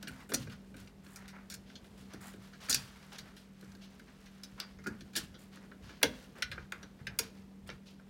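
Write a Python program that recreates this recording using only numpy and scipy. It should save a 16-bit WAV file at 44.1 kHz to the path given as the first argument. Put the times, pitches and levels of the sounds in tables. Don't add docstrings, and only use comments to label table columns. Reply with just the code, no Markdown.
import sys
import numpy as np
from scipy import signal
from scipy.fft import rfft, irfft, next_fast_len
from scipy.io import wavfile
from scipy.ndimage import uniform_filter1d, map_coordinates

SR = 44100
rng = np.random.default_rng(int(sys.argv[2]) if len(sys.argv) > 2 else 0)


def file_out(sig):
    cols = np.atleast_2d(sig).T
    lim = np.clip(cols, -1, 1)
    pcm = np.round(lim * 32767).astype(np.int16)
    wavfile.write(sys.argv[1], SR, pcm)


N = 357033

# frequency in Hz, relative density in dB per Hz.
ROOM_TONE_SPECTRUM = [(15, -48), (25, -11), (55, -0.5), (134, -13), (195, -2.5), (242, -4.5), (326, -12),
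                      (439, -10.5), (476, -14.5), (1020, -24), (1520, -30.5), (2050, -29.5), (4740, -36.5),
                      (14800, -44), (16000, -49.5)]
# frequency in Hz, middle rms level in dB.
HUM_TONES = [(193.8, -57.5), (153, -67.5)]
# time in seconds, drone level in dB.
RESTING_FINGERS = [(0, -74), (.9, -75), (1.55, -74), (2, -72), (3, -66), (3.55, -73), (4.3, -69.5),
                   (5.7, -74), (6.9, -75), (7.55, -79.5), (8.1, -75.5)]
# start in seconds, hold in seconds, then the levels of frame drone,
# scrape and hiss in dB.
SKIN_SLIDES = [(.01, 0.034, -60, -66, -78), (.1, 0.12, -59.5, -66, -69.5), (.35, 0.078, -64, -56.5, -63),
               (.5, 0.038, -64, -64, -73), (.76, 0.048, -66, -63, -68), (1.035, 0.14, -66, -70, -67),
               (1.165, 0.11, -60, -69, -83), (1.325, 0.042, -53.5, -69.5, -88),
               (1.66, 0.057, -74, -64.5, -82), (1.84, 0.028, -78, -70, -73), (1.97, 0.045, -70, -64, -69),
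               (2.095, 0.058, -60, -65.5, -85), (2.204, 0.083, -56, -59.5, -59.5),
               (2.4, 0.11, -67, -68.5, -74), (2.6, 0.069, -57.5, -55, -63), (2.77, 0.059, -58, -56.5, -61),
               (2.953, 0.013, -61, -67, -85), (3.117, 0.022, -55.5, -52.5, -66),
               (3.21, 0.085, -64.5, -72, -85), (3.36, 0.042, -87, -68, -73), (3.6, 0.16, -69.5, -77, -78),
               (3.81, 0.045, -73, -60.5, -75), (4.07, 0.012, -61, -66, -86), (4.44, 0.3, -76, -77, -83),
               (4.575, 0.051, -54.5, -64, -81), (4.88, 0.017, -56.5, -76, -74),
               (4.98, 0.039, -75, -72, -75), (5.17, 0.038, -60, -52.5, -58.5),
               (5.38, 0.042, -71, -69, -68.5), (5.515, .05, -65, -61.5, -74.5), (5.6, 0.037, -65, -84, -99),
               (5.82, 0.16, -65, -64, -77), (6.05, 0.19, -66, -63, -69), (6.35, 0.07, -56.5, -63.5, -72),
               (6.53, .02, -60, -65.5, -83), (6.585, 0.022, -61.5, -66, -82), (6.73, .1, -62, -71, -78),
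               (6.98, 0.025, -64.5, -72.5, -90), (7.08, 0.034, -59, -80, -89.5),
               (7.21, 0.019, -55, -53.5, -60), (7.34, 0.054, -70, -70, -77), (7.66, 0.072, -64, -67, -75),
               (7.856, 0.026, -82, -58.5, -70)]
# frequency in Hz, relative density in dB per Hz.
DRONE_SPECTRUM = [(300, -16), (700, -4), (1000, -4), (1400, -0.5), (1900, -3), (2350, -6.5), (2800, -16),
                  (4000, -39.5)]
# frequency in Hz, relative density in dB per Hz.
SCRAPE_SPECTRUM = [(2000, -13), (2800, -6.5), (4800, -9.5), (6500, -14), (9000, -50.5)]
# frequency in Hz, relative density in dB per Hz.
HISS_SPECTRUM = [(5000, -32), (7000, -3), (10000, -7), (15500, -12.5)]
# start in seconds, hold in seconds, rumble level in dB.
HAND_LEANS = [(.07, .07, -54.5), (.32, .18, -49), (.7, .13, -59.5), (1.16, .07, -61), (1.55, .05, -60),
              (1.98, .04, -59.5), (2.14, .04, -50), (2.36, .05, -56), (2.68, .15, -51.5), (3.2, .06, -59),
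              (3.62, .18, -59.5), (4.5, .06, -56.5), (4.76, .04, -57), (4.87, .09, -53),
              (5.005, 0.031, -51.5), (5.15, .18, -54), (5.8, .08, -54), (6.03, .04, -47.5), (6.44, .2, -54),
              (6.73, .13, -62), (7, .13, -54), (7.2, .04, -55.5), (7.38, .04, -60), (7.61, .13, -57)]
# frequency in Hz, relative density in dB per Hz.
RUMBLE_SPECTRUM = [(25, -20), (50, -7), (140, -1.5), (220, -16.5), (400, -60)]
# start in seconds, levels of parts, table top, frame and crack in dB
# (loudest 10 ms, before the bass cut), centre frequency of the parts in Hz, chatter time in seconds.
METAL_CONTACTS = [(0.027, -48, -52, -51, -51, 4400, 0.0037), (.071, -47, -49, -47, -66, 3560, 0.0096),
                  (.079, -58, -59, -46.5, -50.5, 3950, 0.012), (.291, -59.5, -47, -55, -54.5, 3740, 0.034),
                  (.318, -47, -38, -40.5, -68, 4300, 0.0078), (.337, -41, -37, -44, -36, 5070, 0.0054),
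                  (0.342, -29.5, -66, -43.5, -31.5, 5660, 0.007),
                  (0.468, -64, -48.5, -54, -74, 4650, 0.012), (0.497, -56, -70, -60, -67, 3540, .007),
                  (.52, -60, -72, -55, -70, 4000, 0.0078), (0.741, -65, -51, -56, -69, 3450, 0.011),
                  (.766, -61, -66, -66, -60, 3500, .004), (.8, -74, -77, -72, -61, 5000, .003),
                  (0.873, -59, -93, -61.5, -73, 3820, 0.0062), (1.063, -60, -58, -61, -71, 3740, 0.0046),
                  (1.159, -50.5, -71, -55, -51, 5750, 0.011), (1.256, -63, -77, -66, -78, 3500, .004),
                  (1.279, -55.5, -82, -58, -58.5, 4100, 0.026), (1.499, -48, -71, -58, -49, 4850, 0.026),
                  (1.521, -49, -69, -55.5, -59, 5130, 0.0088), (1.54, -47, -69, -56, -45.5, 5300, 0.0083),
                  (1.698, -60, -80, -58.5, -73, 3590, .007), (1.754, -49.5, -67, -64, -69, 4000, 0.013),
                  (1.843, -62.5, -72, -63.5, -70, 3600, .008), (2.134, -55, -44.5, -56.5, -57, 4570, 0.011),
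                  (2.337, -61, -50, -59, -68.5, 3500, 0.0052), (2.531, -61.5, -69, -57, -75, 3720, 0.024),
                  (2.685, -48, -46.5, -43, -57, 4900, 0.0091), (2.696, -32.5, -70, -55, -30, 5700, 0.016),
                  (2.704, -33.5, -51, -43, -35, 5400, .011), (2.726, -28.5, -55, -44, -36, 5120, 0.0052),
                  (2.733, -37, -73, -47, -50, 5120, .007), (2.744, -27.5, -63, -39, -27.5, 5070, .007),
                  (2.757, -39.5, -59, -49, -79, 4830, 0.014), (3.027, -62.5, -70, -64, -78, 3860, 0.0069),
                  (3.183, -47, -79, -53.5, -54.5, 4570, 0.013), (3.365, -58, -76, -62.5, -63.5, 3740, 0.02),
                  (3.611, -63, -75, -82, -65, 4600, 0.0032), (3.626, -75, -53.5, -58.5, -102, 4210, .005),
                  (3.645, -64, -75, -72, -81, 4700, .003), (3.718, -62, -67, -71, -70, 4970, 0.0024),
                  (3.75, -59.5, -54, -61, -70, 4160, 0.0047), (3.994, -63, -63, -56.5, -66, 3830, .007),
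                  (4.258, -60.5, -72, -61, -71, 4050, 0.026), (4.434, -44.5, -65, -60, -52.5, 5170, 0.0099),
                  (4.6, -36.5, -60, -47.5, -44.5, 3940, 0.0021), (4.785, -67, -57, -59, -88, 4500, .016),
                  (4.838, -62, -66, -57, -67, 4500, 0.011), (4.86, -62, -41, -39.5, -82, 5000, 0.0095),
                  (4.868, -49, -37.5, -40.5, -51.5, 4930, 0.01),
                  (5.007, -53.5, -54, -58.5, -64, 3970, 0.0098), (5.132, -61, -67, -61, -67, 4470, 0.024),
                  (5.153, -38, -45, -41, -49, 4140, 0.028), (5.162, -35, -53, -57, -33.5, 4340, 0.018),
                  (5.342, -59, -59, -61, -89, 3670, 0.019), (5.558, -74, -75, -70, -60.5, 5000, 0.0033),
                  (5.569, -66, -58, -57, -83, 3800, .005), (5.714, -65.5, -60, -53, -94, 3100, 0.0078),
                  (5.891, -61, -55, -55, -71.5, 3730, 0.016), (6.014, -62, -55, -52.5, -73, 3940, 0.012),
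                  (6.029, -23, -34, -26.5, -25, 3800, 0.0034), (6.033, -31, -29.5, -31, -41, 4000, 0.0028),
                  (6.383, -64, -54.5, -59, -63, 3600, .007), (6.422, -32, -58, -32.5, -43, 3500, 0.0065),
                  (6.515, -43.5, -56, -43, -57, 3430, 0.012), (6.577, -66, -49.5, -43, -78, 3500, 0.0061),
                  (6.721, -45, -52.5, -36.5, -49, 4040, 0.0032),
                  (6.828, -52.5, -56, -55, -66.5, 4200, 0.0092), (7.068, -43, -56.5, -38, -56, 3730, .01),
                  (7.188, -29.5, -47, -38.5, -28, 4400, 0.0062),
                  (7.192, -41, -44.5, -47, -48.5, 4900, 0.0058), (7.674, -65, -79, -73, -58, 3900, .009),
                  (7.689, -48.5, -48.5, -47, -81, 3280, 0.0053), (7.7, -48, -90, -47, -70, 3460, 0.0029),
                  (7.996, -75, -64, -59, -106, 3950, .006)]
# frequency in Hz, gain in dB.
CRACK_SPECTRUM = [(5500, -12), (7200, -2.5), (9000, -2), (12000, -6.5), (15500, -10.5)]
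# nominal frequency in Hz, strength in dB before
# the weighting by the touched spot, t60 in seconds.
PART_MODES = [(2750, 0, .008), (3060, 0, .008), (3400, -2, .008), (3770, -1, .008), (4050, -1, .008),
              (4400, -1, .008), (4750, -1, .008), (5050, -1, .008), (5450, -1, .008), (5940, 0, .008),
              (6400, -1, .008), (6920, -3, .008)]
# as for screw and nut, frequency in Hz, strength in dB, t60 in seconds.
WASHER_MODES = [(4730, 5, 0.2), (9620, 2, .2)]
# from in seconds, to in seconds, ring in dB over the parts.
LOOSE_WASHER = [(2.69, 2.74, -12), (2.74, 2.77, -10), (3.17, 3.2, -14), (4.59, 5.02, -18)]
# frequency in Hz, strength in dB, t60 in seconds.
FRAME_MODES = [(900, -14, .01), (1280, -6, .01), (1450, -3, .02), (1600, -1, .02), (1790, -2, .012),
               (2050, -1, .012), (2410, 2, .015)]
# frequency in Hz, strength in dB, t60 in seconds.
TOP_MODES = [(145.8, 12.5, 0.09), (215.9, -1.5, 0.31), (251, -10, 0.42), (297.7, -2, 0.11),
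             (347.2, -8, 0.1), (424.5, -0.5, 0.047), (469, -7, 0.11), (516, 8.5, 0.023), (630, -8, 0.018),
             (800, 3, .02), (970, 24.5, 0.016)]
# frequency in Hz, t60 in seconds.
WALL_DECAY = [(200, 0.25), (1000, 0.19), (4000, 0.12), (12000, 0.07)]

SWELL_DB, SWELL_RATE = 1.6, 3.3
REST_SCRAPE_DB, REST_HISS_DB = -0.5, -7
SLIDE_ATTACK_S, SLIDE_RELEASE_S, SLIP_DB = 0.006, 0.046, 1.3
LEAN_ATTACK_S, LEAN_RELEASE_S, LEAN_REST_DB = 0.011, 0.034, -71
BLOCK = 2 ** 14
HELD_DB = -42
TOP_CENTRE_HZ, GRIPPED_HZ, GRIPPED_S = 315, 393, 5.8
FRAME_HZ, OCTAVES_PER_DB, DEEPER_PER_DB = 1480, 0.008, 0.009
LATE_DB, LATE_LONGER = -15, 3.25
BAND_LIMIT_HZ = 15900


def amp(db):
    return 10 ** (np.asarray(db) / 20)


def unit(x):
    return x / np.sqrt(np.mean(x ** 2) + 1e-20)


def levelled(x):
    power = uniform_filter1d(x ** 2, size=SR // 100)
    return x / np.sqrt(np.abs(power).max())


def along(points, hz):
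    f, value = np.transpose(points)
    return np.interp(np.log(hz + 1), np.log(f + 1), value)


def wobble(rate):
    knots = rng.standard_normal(int(N * rate / SR) + 4)
    return map_coordinates(knots, [np.arange(N) * rate / SR])


def filtered(x, response):
    m = next_fast_len(N + SR // 2)
    gain = response(np.fft.rfftfreq(m, 1 / SR))
    return irfft(rfft(x, m) * gain, m)[..., :N]


def coloured(spectrum, grit_db):
    grains = amp(grit_db * wobble(300)) * rng.standard_normal(N)
    return unit(filtered(grains, lambda hz: amp(along(spectrum, hz)) * (hz > 33)))


def swells(rows, attack, release):
    t, power = np.arange(N) / SR, 0
    for start, hold, *db in rows:
        rise = 1 - np.exp(-np.maximum(t - start, 0) / attack)
        fall = np.exp(-np.maximum(t - start - hold, 0) / release)
        power = power + (amp(db)[:, None] * rise * fall) ** 2
    return np.sqrt(power)


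def room_tone():
    level = amp(-59.5 + SWELL_DB * wobble(SWELL_RATE))
    return level * coloured(ROOM_TONE_SPECTRUM, grit_db=-0.1)


def machine_hum():
    t, hum = np.arange(N) / SR, 0
    for hz, db in HUM_TONES:
        level = np.sqrt(2) * amp(db + 2.3 * wobble(3.9))
        hum = hum + level * np.sin(2 * np.pi * hz * t + 0.065 * wobble(2.3))
    return hum


def rubbing_skin():
    rest_db = np.interp(np.arange(N) / SR, *np.transpose(RESTING_FINGERS))
    rest = amp(rest_db + np.array([[0], [REST_SCRAPE_DB], [REST_HISS_DB]]))
    slides = swells(SKIN_SLIDES, SLIDE_ATTACK_S, SLIDE_RELEASE_S)
    drone, scrape, hiss = np.hypot(rest, slides) * amp(SLIP_DB * wobble(25))
    rubbed = drone * coloured(DRONE_SPECTRUM, grit_db=2.0)
    rubbed += scrape * coloured(SCRAPE_SPECTRUM, grit_db=1.44)
    return rubbed + hiss * coloured(HISS_SPECTRUM, grit_db=2.5)


def leaning_hand():
    leans = swells(HAND_LEANS, LEAN_ATTACK_S, LEAN_RELEASE_S)[0]
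    weight = np.hypot(amp(LEAN_REST_DB), leans)
    return weight * coloured(RUMBLE_SPECTRUM, grit_db=0.8)


def struck(force, modes, centre_hz):
    hz, db, t60 = np.transpose(modes)[:, :, None]
    t = np.arange(min(BLOCK // 2, round(t60.max() * SR))) / SR
    spread, detune = rng.standard_normal((2, *hz.shape))
    db = db + 2.2 * spread - 18 * np.log2(hz / centre_hz) ** 2
    build_up = 1 - np.exp(-t * hz / 0.48)
    decay = amp(db - 60 * t / t60)
    side = (-1) ** np.arange(len(modes))[:, None]
    tones = np.sin(2 * np.pi * hz * (1 + 0.015 * detune) * t)
    ring = np.sum(side * build_up * decay * tones, axis=0)
    return levelled(irfft(rfft(force, BLOCK) * rfft(ring, BLOCK), BLOCK))


def chatter_force(chatter):
    t = np.arange(BLOCK // 2) / SR
    shape = (1 - np.exp(-t / 0.00033)) * np.exp(-(t / chatter) ** 1.29)
    shape *= 1 + 0.98 * np.exp(-t / 0.00048)
    bounces = amp(2.4 * rng.standard_normal(len(t) // 32).repeat(32))
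    return shape * bounces * rng.standard_normal(len(t))


def joint_rattle():
    t = np.arange(BLOCK // 2) / SR
    return amp(-17.5 - 60 * t / 0.12) * rng.standard_normal(len(t))


def edge_crack(force):
    edge = amp(along(CRACK_SPECTRUM, np.fft.rfftfreq(BLOCK, 1 / SR)))
    crack = irfft(rfft(force, BLOCK) * edge, BLOCK)
    return levelled(np.roll(crack, 4))


def contacts():
    out = np.zeros(N + BLOCK)
    for start, parts_db, top_db, frame_db, crack_db, parts_hz, chatter in METAL_CONTACTS:
        octaves = OCTAVES_PER_DB * (crack_db - frame_db) - DEEPER_PER_DB * (top_db - frame_db)
        frame_hz = FRAME_HZ * 2 ** octaves
        top_hz = GRIPPED_HZ if start > GRIPPED_S else TOP_CENTRE_HZ
        free_db = [db for begin, end, db in LOOSE_WASHER if begin < start < end]
        ring_db = max([HELD_DB] + free_db)

        force = chatter_force(chatter)
        crack = edge_crack(force)
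        washer = amp(ring_db) * struck(force, WASHER_MODES, WASHER_MODES[0][0])
        force = force + joint_rattle()
        parts = struck(force, PART_MODES, parts_hz) + washer
        sound = amp(parts_db) * parts
        sound += amp(frame_db) * struck(force, FRAME_MODES, frame_hz)
        sound += amp(top_db) * struck(force, TOP_MODES, top_hz)
        sound += amp(crack_db) * crack
        out[round(start * SR):][:BLOCK] += sound
    return filtered(out[:N], lambda hz: (1j * hz / (1j * hz + 110)) ** 2)


def room(x):
    out, step = np.zeros(N + SR), SR // 3
    for start in range(0, N, step):
        hz, t, z = signal.stft(rng.standard_normal(SR // 2), SR, nperseg=256)
        fall_db = -60 * t / along(WALL_DECAY, hz)[:, None]
        decay = np.hypot(amp(fall_db), amp(LATE_DB + fall_db / LATE_LONGER))
        tail = signal.istft(z * decay, SR, nperseg=256)[1]
        wet = signal.fftconvolve(x[start:start + step], tail / np.linalg.norm(tail))
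        out[start + 180:][:len(wet)] += wet
    return out[:N]


def scene():
    background = room_tone() + machine_hum()
    fingers = rubbing_skin() + leaning_hand()
    metal = contacts()
    return (metal + amp(-9.5) * room(metal) + fingers + background)[None]


def record(dry):
    return filtered(dry, lambda hz: hz < BAND_LIMIT_HZ)


dry = scene()
out = record(dry)
file_out(out)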